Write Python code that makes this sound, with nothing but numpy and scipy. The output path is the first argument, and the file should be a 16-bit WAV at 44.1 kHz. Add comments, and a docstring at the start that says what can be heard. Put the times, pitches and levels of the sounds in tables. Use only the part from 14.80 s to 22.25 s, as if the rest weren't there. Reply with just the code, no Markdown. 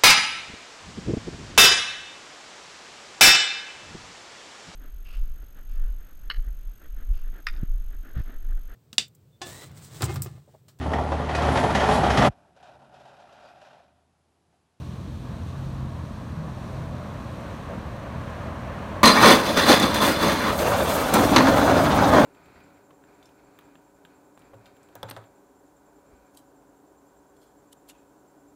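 """A car crushes a plastic figure

An old V8 sedan creeps up a snowy alley, engine throbbing and tyres crunching, and knocks over a
hollow plastic figure. The shell cracks, squeaks and crumples under the bumper, then is dragged
over packed snow, booming and scraping, as the car passes close by.
Garage walls echo the figure's noises, and a limiter holds down the loudest blows."""
import sys
import numpy as np
from scipy import signal
from scipy.fft import rfft, irfft, next_fast_len
from scipy.io import wavfile
from scipy.ndimage import uniform_filter1d, minimum_filter1d, map_coordinates

SR = 44100
rng = np.random.default_rng(int(sys.argv[2]) if len(sys.argv) > 2 else 0)


def wav_record(signal):
    """Record a signal, one row per channel, as 16-bit PCM in the file named by sys.argv[1]."""
    frames = np.transpose(np.atleast_2d(signal))
    bounded = np.clip(frames, -1, 1)
    # unit amplitude maps onto the largest positive 16-bit level
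    quanta = np.round(bounded * 32767).astype(np.int16)
    wavfile.write(sys.argv[1], SR, quanta)


N = 328545
T = np.arange(N) / SR

# The shell cracks: t/s, level/dB, knock offset/dB, sizzle offset/dB
CRACKS = [(4.2286, -1.5, 4, -10), (4.256, 4, -8, -21), (4.275, -6, -4, -22), (4.3637, -15, 9, -23),
          (4.4428, 0, 3, -26), (4.5, -2, 1, -30), (4.664, -20, -11, -15), (4.7731, -10.5, 1, -17),
          (4.8926, -10, 5, -19), (4.915, -6.5, 2, -24), (4.997, -16, -10, -11), (5.026, -14.5, -6, -13),
          (5.1432, -20.5, 2, -4), (5.4288, -19, 3, -21), (5.789, -19.5, -21, -11), (6.3374, -13, -10, -1),
          (6.561, -0.5, 1.5, -30), (6.581, -9, 2, -31), (6.605, -17.5, 11.5, -31),
          (6.6694, -18.5, 8.5, -26)]
# The bumper buckles the shell: t/s, rise/s, hold/s, level/dB, wall offset/dB, snow offset/dB
SHOVES = [(4.233, .003, 0.043, -10.5, 2, -6), (4.36, 0.044, .045, -18.5, -1.5, -4),
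          (4.445, 0.049, 0.065, -8, 0, -1), (4.673, 0.045, 0.029, -27, 3, -3),
          (4.774, 0.018, .025, -15.5, -1, -5), (4.837, 0.033, 0.025, -24, 0, -2),
          (4.898, 0.047, 0.03, -12, 1.5, 1.5), (5.022, 0.033, .025, -21, 0.5, -2),
          (5.158, 0.033, 0.027, -24, 1.5, 1), (5.227, .03, 0.056, -18, -1, 6.5),
          (5.432, 0.051, 0.093, -21.5, -0.5, 3), (5.631, 0.041, 0.068, -23, -16, -4)]
# The body hits car and ground: t/s, ring level/dB, thud level/dB, favoured f/Hz
BUMPS = [(4.231, -1, -16.5, 1120), (4.243, 1, -16.5, 230), (4.372, -10, -40, 1100), (4.445, -6, -13, 1005),
         (4.501, -10.5, -35.5, 900), (4.775, -15, -29, 300), (5.921, -17, -28, 630), (6.343, -10, -27, 280),
         (6.567, -7.5, -22, 450), (7.335, -11, -31, 300)]
# Notes of the struck body: f/Hz, level/dB, time to fade by 60 dB/s
BODY_NOTES = [(225, -8, 0.14), (233, -19, 0.13), (581, -27, 0.17), (803, -35, 0.056), (1055.6, -4, 0.18),
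              (1090, -4, 0.13), (1166, 0.5, 0.084), (1544, -9, 0.14), (1850, -6.5, 0.24), (1930, -20, .08),
              (2230, -3, 0.13)]
# Short high squeals of the plastic; the last two are a crack ringing: t/s, length/s, f/Hz, level/dB
SQUEALS_AND_RINGS = [(4.249, .011, 4170, -10), (4.261, .025, 4110, -9), (4.289, .047, 4130, -21),
                     (4.305, .04, 4800, -28), (4.39, .022, 4090, -23), (4.655, .06, 3500, -35),
                     (4.775, .08, 3520, -29), (4.825, .025, 4120, -25), (4.865, .12, 3510, -26),
                     (4.955, .03, 5000, -30), (4.99, .08, 3500, -31), (6.561, .012, 3000, -16),
                     (6.562, .016, 3950, -18)]
# Events during the drag: t/s, rise/s, hold/s, level/dB
CATCHES = [(5.92, 0.0042, .006, -3.5), (6.1, .04, 0.029, -2.5), (6.356, .025, 0.071, 3),
           (6.533, .015, 0.0035, 3.5), (6.587, 0.039, .02, 3), (6.688, .02, .01, 2.5),
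           (6.776, 0.034, 0.019, -3), (6.902, 0.096, 0.085, 0), (7.192, 0.028, 0.038, -2),
           (7.343, .05, 0.075, 4.5)]  # the shell snags on ridges, adding to the steady drag
CRUSTS = [(5.785, 0.022, 0.046, -37.5), (5.88, 0.038, 0.026, -36), (5.985, .03, .015, -38),
          (6.1, .04, 0.084, -36.5), (6.336, 0.0082, 0.0063, -34), (6.4, 0.039, .08, -39.5)]  # snow crusts burst under it
# The rubbing note, which climbs as the shell is pressed flatter: t/s, f/Hz, width/Hz, level/dB
RUB_NOTES = [(5.95, 564, 70, -1.5), (6.5, 576, 120, -9), (7.0, 670, 110, 0), (7.22, 802, 220, 2.5),
             (7.4, 636, 200, -0.5)]

# The car draws near: t/s, distance/m
APPROACH = [(0, 24), (1.7, 15.2), (4.15, 6.7), (7.45, 4.2)]
# Engine speed, in firings a second: t/s, f/Hz
FIRING_RATE = [(0, 42.8), (0.55, 41.5), (0.85, 44.4), (1.45, 41), (2.15, 43.5), (2.68, 36.4), (3.0, 39.5),
               (3.85, 41), (4.2, 37.4)]
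# Relative strength of each of the eight firings
CYLINDERS = [0.7, 0.57, 1.23, 1.3, 1.2, 1, 0.57, 0.95]
# The tailpipe, loudest as the car draws level: t/s, level/dB
EXHAUST_LEVEL = [(0, -35), (1.0, -33.5), (1.25, -35), (4.2, -34.5), (6.2, -31.5), (7.2, -26)]
# The three tones of the exhaust drone
DRONE_MULTIPLES = [2, 3, 3.75]  # multiples of the firing rate
DRONE_LEVELS = [-4, -3, -13.5]  # relative level/dB at idle
# The highest tone booms out: t/s, length/s, boost/dB
DRONE_SWELLS = [(1.499, 0.2, 16), (1.924, 0.22, 16.5)]
# Events under the tyres: t/s, length/s, level/dB
SNOW_CREAKS = [(1.88, 0.12, -47), (2.08, 0.22, -43.5), (2.549, 0.22, -43), (2.864, 0.11, -38),
               (3.2, 0.11, -50), (3.641, 0.11, -43)]
ICE_CRACKLES = [(.64, .09, -60)]

# Resonances, the pitches at which a thing likes to ring: f/Hz, width/Hz, level/dB
SHELL_MODES = [(222, 66, 11), (535, 117, 4.5), (1120, 59, -26), (1800, 330, -5.5)]  # the whole hollow shell
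WALL_MODES = [(3520, 76, 5.5), (4110, 76, 2), (4590, 150, -3.5), (4910, 58, -3), (6020, 170, -7.5),
              (8200, 380, -15.5), (9430, 200, -13.5)]  # its thin wall
BAY_MODES = [(580, 56, -4), (677, 51, 2), (1100, 600, -4)]  # the engine bay
TREAD_MODES = [(555, 110, 5), (647, 38, -1), (1100, 180, -14)]  # snow under the tread

# Tone colours, from bass to treble: f/Hz, relative level/dB
FLEX_TONE = [(65, -41), (110, -22.5), (220, -2.5), (342, -1.5), (377, -13.5), (433, 1), (483, -7.5),
             (540, -2.5), (763, -11.5), (1020, -2.5), (1570, -6), (1660, -5), (1870, -5), (3000, -25.5),
             (3900, -40), (6600, -120)]  # bending plastic
CRACKLE_TONE = [(1290, -8), (2200, -1), (3180, -7), (3510, -2), (3800, -1), (4110, 1), (5500, -9),
                (6070, -4.5), (7350, -16), (8360, -19.5), (12000, -21), (15600, -63), (22000, -120)]  # breaking plastic
BOOM_TONE = [(35, -38), (60, -20), (86, -5), (238, -1), (284, 2), (360, -10.5), (420, -9.5), (550, -33),
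             (920, -120)]  # lows of the drag
RUB_TONE = [(190, -36), (330, -6), (439, -3.5), (564, 1.5), (693, -2), (883, -4.5), (1420, -6.5),
            (2240, -21.5), (2800, -30), (3640, -44), (6160, -120)]  # its middle
SCRATCH_TONE = [(1290, -21), (2200, 2), (2900, 1), (3140, 0.5), (3930, -0.5), (4940, -5), (6680, -6.5),
                (7540, -13), (9680, -19.5), (11000, -48), (14300, -33), (22000, -120)]  # its highs
POWDER_TONE = [(3000, -56), (6500, -1.5), (9200, 1.5), (10400, -3), (12000, 0.5), (15800, -2.5)]  # spraying snow
PIPE_TONE = [(15, -62), (25, -47), (40, -8), (75, 1), (102, -1), (129, -6), (150, -3.5), (166, -3.5),
             (200, -4.5), (242, -7.5), (271, -12.5), (299, -11), (384, -20), (500, -23.5), (650, -44),
             (1100, -120)]  # tailpipe
BAY_TONE = [(130, -24), (220, -1), (244, -0.5), (271, -9), (304, -6.5), (388, -9), (568, -3), (777, -8.5),
            (1100, -5.5), (1340, -12.5), (1710, -13.5), (2010, -18), (3500, -35.5), (4550, -57),
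            (7700, -120)]  # fan and belts
HISS_TONE = [(1470, -25), (2500, -2.5), (2790, -5.5), (3250, -5), (4100, -4), (5010, -12.5), (5840, -9.5),
             (7530, -15.5), (8790, -14.5), (10700, -22), (12600, -20), (14500, -25), (15800, -35)]  # faint steady hiss of tyres and distant air
CRUNCH_TONE = [(900, -26), (1600, 1), (2300, -3), (3100, -5.5), (3800, -20), (7000, -34)]  # pressed snow

# The alley's echo: f/Hz, time to fade by 60 dB/s
ECHO_DECAY = [(100, 0.61), (1000, 0.68), (4000, 0.37), (14000, 0.12)]

IMPACT_S, DRAG_S, JAM_S = 4.231, 5.7, 6.335  # the figure is hit, starts to drag, jams under the car


def cracks():
    """Each crack is a sharp snap, a quickly dying run of smaller ones and a knock of the hollow body."""
    knock, snap, sizzle = np.zeros((3, N))
    for s, db, knock_db, sizzle_db in CRACKS:
        start = max(s, IMPACT_S)
        age = np.maximum(T - start, 0)
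        onset = amp(db) * fade_in(start, 0.00066)
        burst = onset * decay(age, 0.055)
        snap += burst + .5 * onset * decay(age, 0.0058)
        knock += burst * amp(knock_db)
        sizzle += burst * amp(sizzle_db)
    ticks = grains(rate=3000, spread_db=2.5, bed=.6)
    layers = [(knock, FLEX_TONE, -6), (snap, CRACKLE_TONE, -10), (sizzle, POWDER_TONE, -4)]
    return sum(amp(db) * colour(ticks * force, tone) / np.std(colour(ticks, tone))
               for force, tone, db in layers)


def shoving():
    """How hard the bumper's shoves press on the body, its thin wall and the snow, as three gains."""
    body = wall = ground = amp(-27.5) ** 2  # steady sliding between shoves
    for s, rise, hold, db, wall_db, snow_db in SHOVES:
        power = push(s, rise, hold, db)
        body = body + power
        wall = wall + power * amp(wall_db) ** 2
        ground = ground + power * amp(snow_db) ** 2
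    return np.sqrt([body, wall, ground])


def push(start, rise, hold, db, release_db_per_s=209):
    """Power of one push: it builds to full force at start, holds, then relaxes."""
    building = np.clip((T - start) / max(rise, .002) + 1, 0, 1)
    relaxing_s = np.clip(T - start - hold, 0, 1)
    return (building * amp(db - release_db_per_s * relaxing_s)) ** 2


def crumpling(body_force, wall_force):
    """Plastic buckles: coarse folds ring the hollow body, fine fractures ring its thin wall."""
    folds = grains(rate=1500, spread_db=1.5, bed=0.81)
    fractures = unit(.5 * folds + grains(rate=1100, spread_db=3.5, bed=0.6))
    body = unit(colour(folds, FLEX_TONE)) + .5 * unit(resonate(folds, SHELL_MODES))
    body = bending(body, depth_db=2.5)
    ring = unit(resonate(grains(rate=1400, spread_db=1.5, bed=0.31), WALL_MODES))
    wall = bending(unit(colour(fractures, CRACKLE_TONE)) + 1.14 * ring, depth_db=2.0)
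    sound = body_force * body + amp(-8) * wall_force * wall
    return sound * fade_in(IMPACT_S, 0.0015) * (1 - fade_in(DRAG_S, .05))


def bending(x, depth_db):
    """The bending shell keeps shifting which pitches it favours."""
    spectra = signal.stft(x, nperseg=1024)[2]
    patches = uniform_filter1d(rng.standard_normal(spectra.shape), size=3, axis=0)  # smooth over pitch
    patches = unit(uniform_filter1d(patches, size=6, axis=1))  # and over time
    return unit(signal.istft(spectra * amp(depth_db * patches), nperseg=1024)[1][:N])


def bumps():
    """Each blow rings the body's notes, most those near its favoured pitch, over a dull push of air."""
    sound, t = np.zeros(N + SR), np.arange(SR // 2) / SR
    hz, level_db, fade_s = np.transpose(BODY_NOTES)[:, :, None]
    thud = np.sin(2 * np.pi * 105 * t) * decay(t, .08)
    attack = 1 - np.exp(-t / 0.0011)
    for s, db, thud_db, favoured_hz in BUMPS:
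        strength, detune = rng.standard_normal((2, len(BODY_NOTES), 1))
        note_db = level_db + 2 * strength - 6 * np.abs(np.log2(hz / favoured_hz))
        notes = np.sin(2 * np.pi * hz * (1 + 0.011 * detune) * t)
        ring = np.sum(amp(note_db) * decay(t, fade_s) * notes, axis=0)
        sound[round(s * SR):][:len(t)] += amp(db) * ring * attack + amp(thud_db) * thud
    return sound[:N]


def squeals_and_rings():
    """Rough, wavering tones: short high squeals of the plastic, and the brief ring of a sharp crack."""
    sound, waver = np.zeros(N), wobble(600)
    for s, length, hz, db in SQUEALS_AND_RINGS:
        phase = 2 * np.pi * np.cumsum(hz * (1 + 0.01417 * waver)) / SR
        sound += amp(db) * swell(s, length) * (np.sin(phase) + 0.13 * np.sin(2 * phase))
    return sound * amp(4.9 * wobble(280))


def dragging():
    """Wedged under the car, the shell judders over ridges of packed snow; once jammed, it booms."""
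    judder = amp(1.76 * wobble(45))
    slips = grains(rate=1200, spread_db=2.5, bed=0.66) * judder
    hollow = unit(resonate(resonate(slips, [(282, 59, 0)]), [(283, 69, 0)]))
    rumble = unit(colour(rng.standard_normal(N), BOOM_TONE))
    boom = 0.88 * rumble + 0.89 * hollow * fade_in(JAM_S, 0.14)
    rub = bending(rubbing(slips), depth_db=1.7)
    grit = grains(rate=1700, spread_db=2.0, bed=1.0) * judder
    scratch = unit(colour(grit, SCRATCH_TONE)) + .5 * unit(resonate(slips, WALL_MODES))
    scratch = bending(scratch, depth_db=2.0)
    catch_db = 10 * np.log10(1 + sum(push(*row) for row in CATCHES))
    jammed = fade_in(JAM_S, 0.011)
    boom *= amp(-32 + 7.5 * jammed + catch_db)
    rub *= amp(-23 + 2.5 * jammed + catch_db)
    scratch *= amp(-34.5 + 2 * jammed + 0.54 * catch_db + shade_db())
    return (boom + rub + scratch) * np.sqrt(fade_in(DRAG_S, 0.17))


def rubbing(slips):
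    """The sliding shell makes a broad noise with one hollow note that fades from pitch to pitch."""
    times = [row[0] for row in RUB_NOTES]
    sound = unit(colour(slips, RUB_TONE))
    for share, (_, hz, width, db) in zip(np.eye(len(times)), RUB_NOTES):
        note = unit(resonate(grains(rate=900, spread_db=3.5, bed=1.0), [(hz, width, 0)]))
        sound += np.interp(T, times, share) * amp(db) * muffle(note, above_hz=1800)
    return sound


def snow_spray(ground_force):
    """Dry crystals crunch and hiss under the sliding plastic."""
    wedged = fade_in(DRAG_S, 0.052)
    thrown = amp(-19.5) * ground_force
    dragged = np.sqrt(amp(-40 + shade_db()) ** 2 + sum(push(*row) for row in CRUSTS))
    gain = ((1 - wedged) * thrown + wedged * dragged) * amp(2.2 * wobble(45))
    powder = unit(colour(grains(rate=2500, spread_db=-0.5, bed=0.92), POWDER_TONE))
    return gain * powder * fade_in(IMPACT_S, 0.0019)


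def shade_db(db_per_s=2.5):
    """After the jam, the passing car hides more and more of the high scratch and spray."""
    return -db_per_s * np.maximum(T - JAM_S, 0)


def exhaust(idle_hz=42.5, drone_db_per_hz=1.7):
    """Uneven firings thump through the tailpipe, with a wavering drone that grows with engine speed."""
    firing_hz = curve(FIRING_RATE)
    firings = np.cumsum(firing_hz * (1 + .012 * wobble(9))) / SR  # running count
    fired = np.flatnonzero(np.diff(np.floor(firings)))
    pulses = np.zeros(N)
    pulses[fired] = np.resize(CYLINDERS, len(fired)) * amp(2.0 * rng.standard_normal(N)[fired])
    # the alley smears most of each puff into a rumble
    rumble = (1 + 0.22 * np.cos(2 * np.pi * firings)) * rng.standard_normal(N)
    burble = unit(colour(0.33 * unit(pulses) + rumble, PIPE_TONE))
    low, middle, high = (
        amp(db + 2.5 * wobble(10)) * np.sin(2 * np.pi * multiple * firings + .45 * wobble(8))
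        for multiple, db in zip(DRONE_MULTIPLES, DRONE_LEVELS))
    booming = amp(sum(db * swell(s, length) for s, length, db in DRONE_SWELLS))
    drone = amp(drone_db_per_hz * (firing_hz - idle_hz)) * (low + middle + booming * high)
    return amp(curve(EXHAUST_LEVEL)) * unit(burble + drone)


def engine_bay():
    """Fan and belts rush, growing louder as the car pulls away and comes nearer."""
    pull_away_db = 2.5 * fade_in(0.4, 0.13)
    rush = unit(colour(rng.standard_normal(N), BAY_TONE))
    ring = unit(resonate(rush, BAY_MODES))
    return amp(-22 + pull_away_db + nearness_db() + 0.7 * wobble(12)) * unit(rush + 0.28 * ring)


def tyres():
    """Pressed snow crunches and creaks and ice crackles, over a faint hiss of tyres and distant air."""
    hiss = amp(-51 + 0.24 * nearness_db() + 0.87 * wobble(4.8))
    hiss *= unit(colour(grains(rate=1500, spread_db=5.5, bed=3.2), HISS_TONE))
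    firm_snow = fade_in(1.4, 1.3)
    crunch = firm_snow * amp(-34.5 + nearness_db() + .8 * wobble(8))
    crunch *= unit(colour(grains(rate=900, spread_db=1.5, bed=1.5), CRUNCH_TONE))
    tread = resonate(grains(rate=600, spread_db=-1.0, bed=0.98), TREAD_MODES)
    creak = swells(SNOW_CREAKS) * unit(muffle(tread, above_hz=2600))
    ice = swells(ICE_CRACKLES) * unit(colour(grains(rate=300, spread_db=2, bed=0.36), HISS_TONE))
    return hiss + crunch + creak + ice


def nearness_db():
    """Level of the car compared with hearing it from 1 m."""
    return -20 * np.log10(np.maximum(curve(APPROACH), 1))


def alley_echo(x):
    """Garage walls answer after a short gap, treble dying first; echoes change as the figure moves."""
    hz, t, spectra = signal.stft(rng.standard_normal((8, SR // 2)), SR, nperseg=256)
    tails = signal.istft(spectra * decay(t, at_pitch(ECHO_DECAY, hz)[:, None]), SR, nperseg=256)[1]
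    place = (T * 4).astype(int) % len(tails)  # the next echo tail every quarter second
    echo = sum(signal.fftconvolve(x * (place == k), tail / np.linalg.norm(tail))
               for k, tail in enumerate(tails))
    return np.pad(echo, (SR // 80, 0))[:N]


def grains(rate, spread_db, bed):
    """Tiny fractures of uneven size, about rate a second, on a bed of friction noise."""
    sizes = amp(spread_db * np.minimum(rng.exponential(size=N), 4))
    ticks = (rng.random(N) < rate / SR) * sizes * rng.choice([-1, 1], N)
    return unit(unit(ticks) + bed * rng.standard_normal(N))


def colour(x, tone):
    """Give x a tone colour, with no ringing ahead of a hit (a minimum-phase filter)."""
    def response(hz):
        cepstrum = irfft(np.log(amp(at_pitch(tone, hz)) + 1e-6))
        cepstrum[1:len(hz) - 1] *= 2
        cepstrum[len(hz):] = 0
        return np.exp(rfft(cepstrum))
    return filtered(x, response)


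def resonate(x, modes):
    """Let x ring a set of resonances."""
    return filtered(x, lambda f: sum(amp(db) * 1j * f * width / (hz * hz - f * f + 1j * f * width)
                                     for hz, width, db in modes))


def muffle(x, above_hz):
    """Soften the treble."""
    return filtered(x, lambda hz: 1 / (1 + (hz / above_hz) ** 4))


def filtered(x, response):
    """Multiply each frequency in x by response(hz)."""
    size = 2 * next_fast_len(N // 2 + SR // 4)
    return irfft(rfft(x, size) * response(np.fft.rfftfreq(size, 1 / SR)), size)[:N]


def at_pitch(points, hz):
    """Read between (frequency, value) points on a pitch scale."""
    f, values = np.transpose(points)
    return np.interp(np.log(hz + 1), np.log(f + 1), values)


def curve(points):
    """Join (time, value) points with straight lines."""
    return np.interp(T, *np.transpose(points))


def wobble(rate):
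    """A smooth curve through rate random values a second."""
    return map_coordinates(rng.standard_normal(int(N * rate / SR) + 4), [T * rate])


def swell(start, length):
    """A rounded rise and fall of height 1."""
    return np.sqrt(np.abs(np.sin(np.pi * np.clip((T - start) / length, 0, 1))))


def swells(events):
    """One swell for each event, at its own level."""
    return sum(amp(db) * swell(s, length) for s, length, db in events)


def fade_in(start, rise):
    """Go from 0 to 1 in rise seconds."""
    return np.clip((T - start) / rise, 0, 1)


def decay(age, fade_s):
    """Die away by 60 dB every fade_s seconds."""
    return amp(-60 * age / fade_s)


def amp(db):
    """Turn decibels into a gain."""
    return 10 ** (np.asarray(db) / 20)


def unit(x):
    """Scale to an average strength (rms) of 1."""
    return x / np.sqrt(np.mean(x ** 2) + 1e-20)


def scene():
    """The figure, its echo and the car, in one channel."""
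    body_force, wall_force, ground_force = shoving()
    figure = crumpling(body_force, wall_force) + dragging() + snow_spray(ground_force)
    figure += cracks() + bumps() + squeals_and_rings()
    car = exhaust() + engine_bay() + tyres()
    return (figure + amp(-15.5) * alley_echo(figure) + car)[None]


def record(dry):
    """A fast limiter turns down the loudest peaks, then the very highest treble is cut."""
    ceiling, top_hz = .97, 15850
    needed = ceiling / np.maximum(np.abs(dry[0]), ceiling)
    gain = uniform_filter1d(minimum_filter1d(needed, size=160), size=160)
    return filtered(dry[0] * gain, lambda hz: hz < top_hz)[None]


dry = scene()
out = record(dry)
wav_record(out)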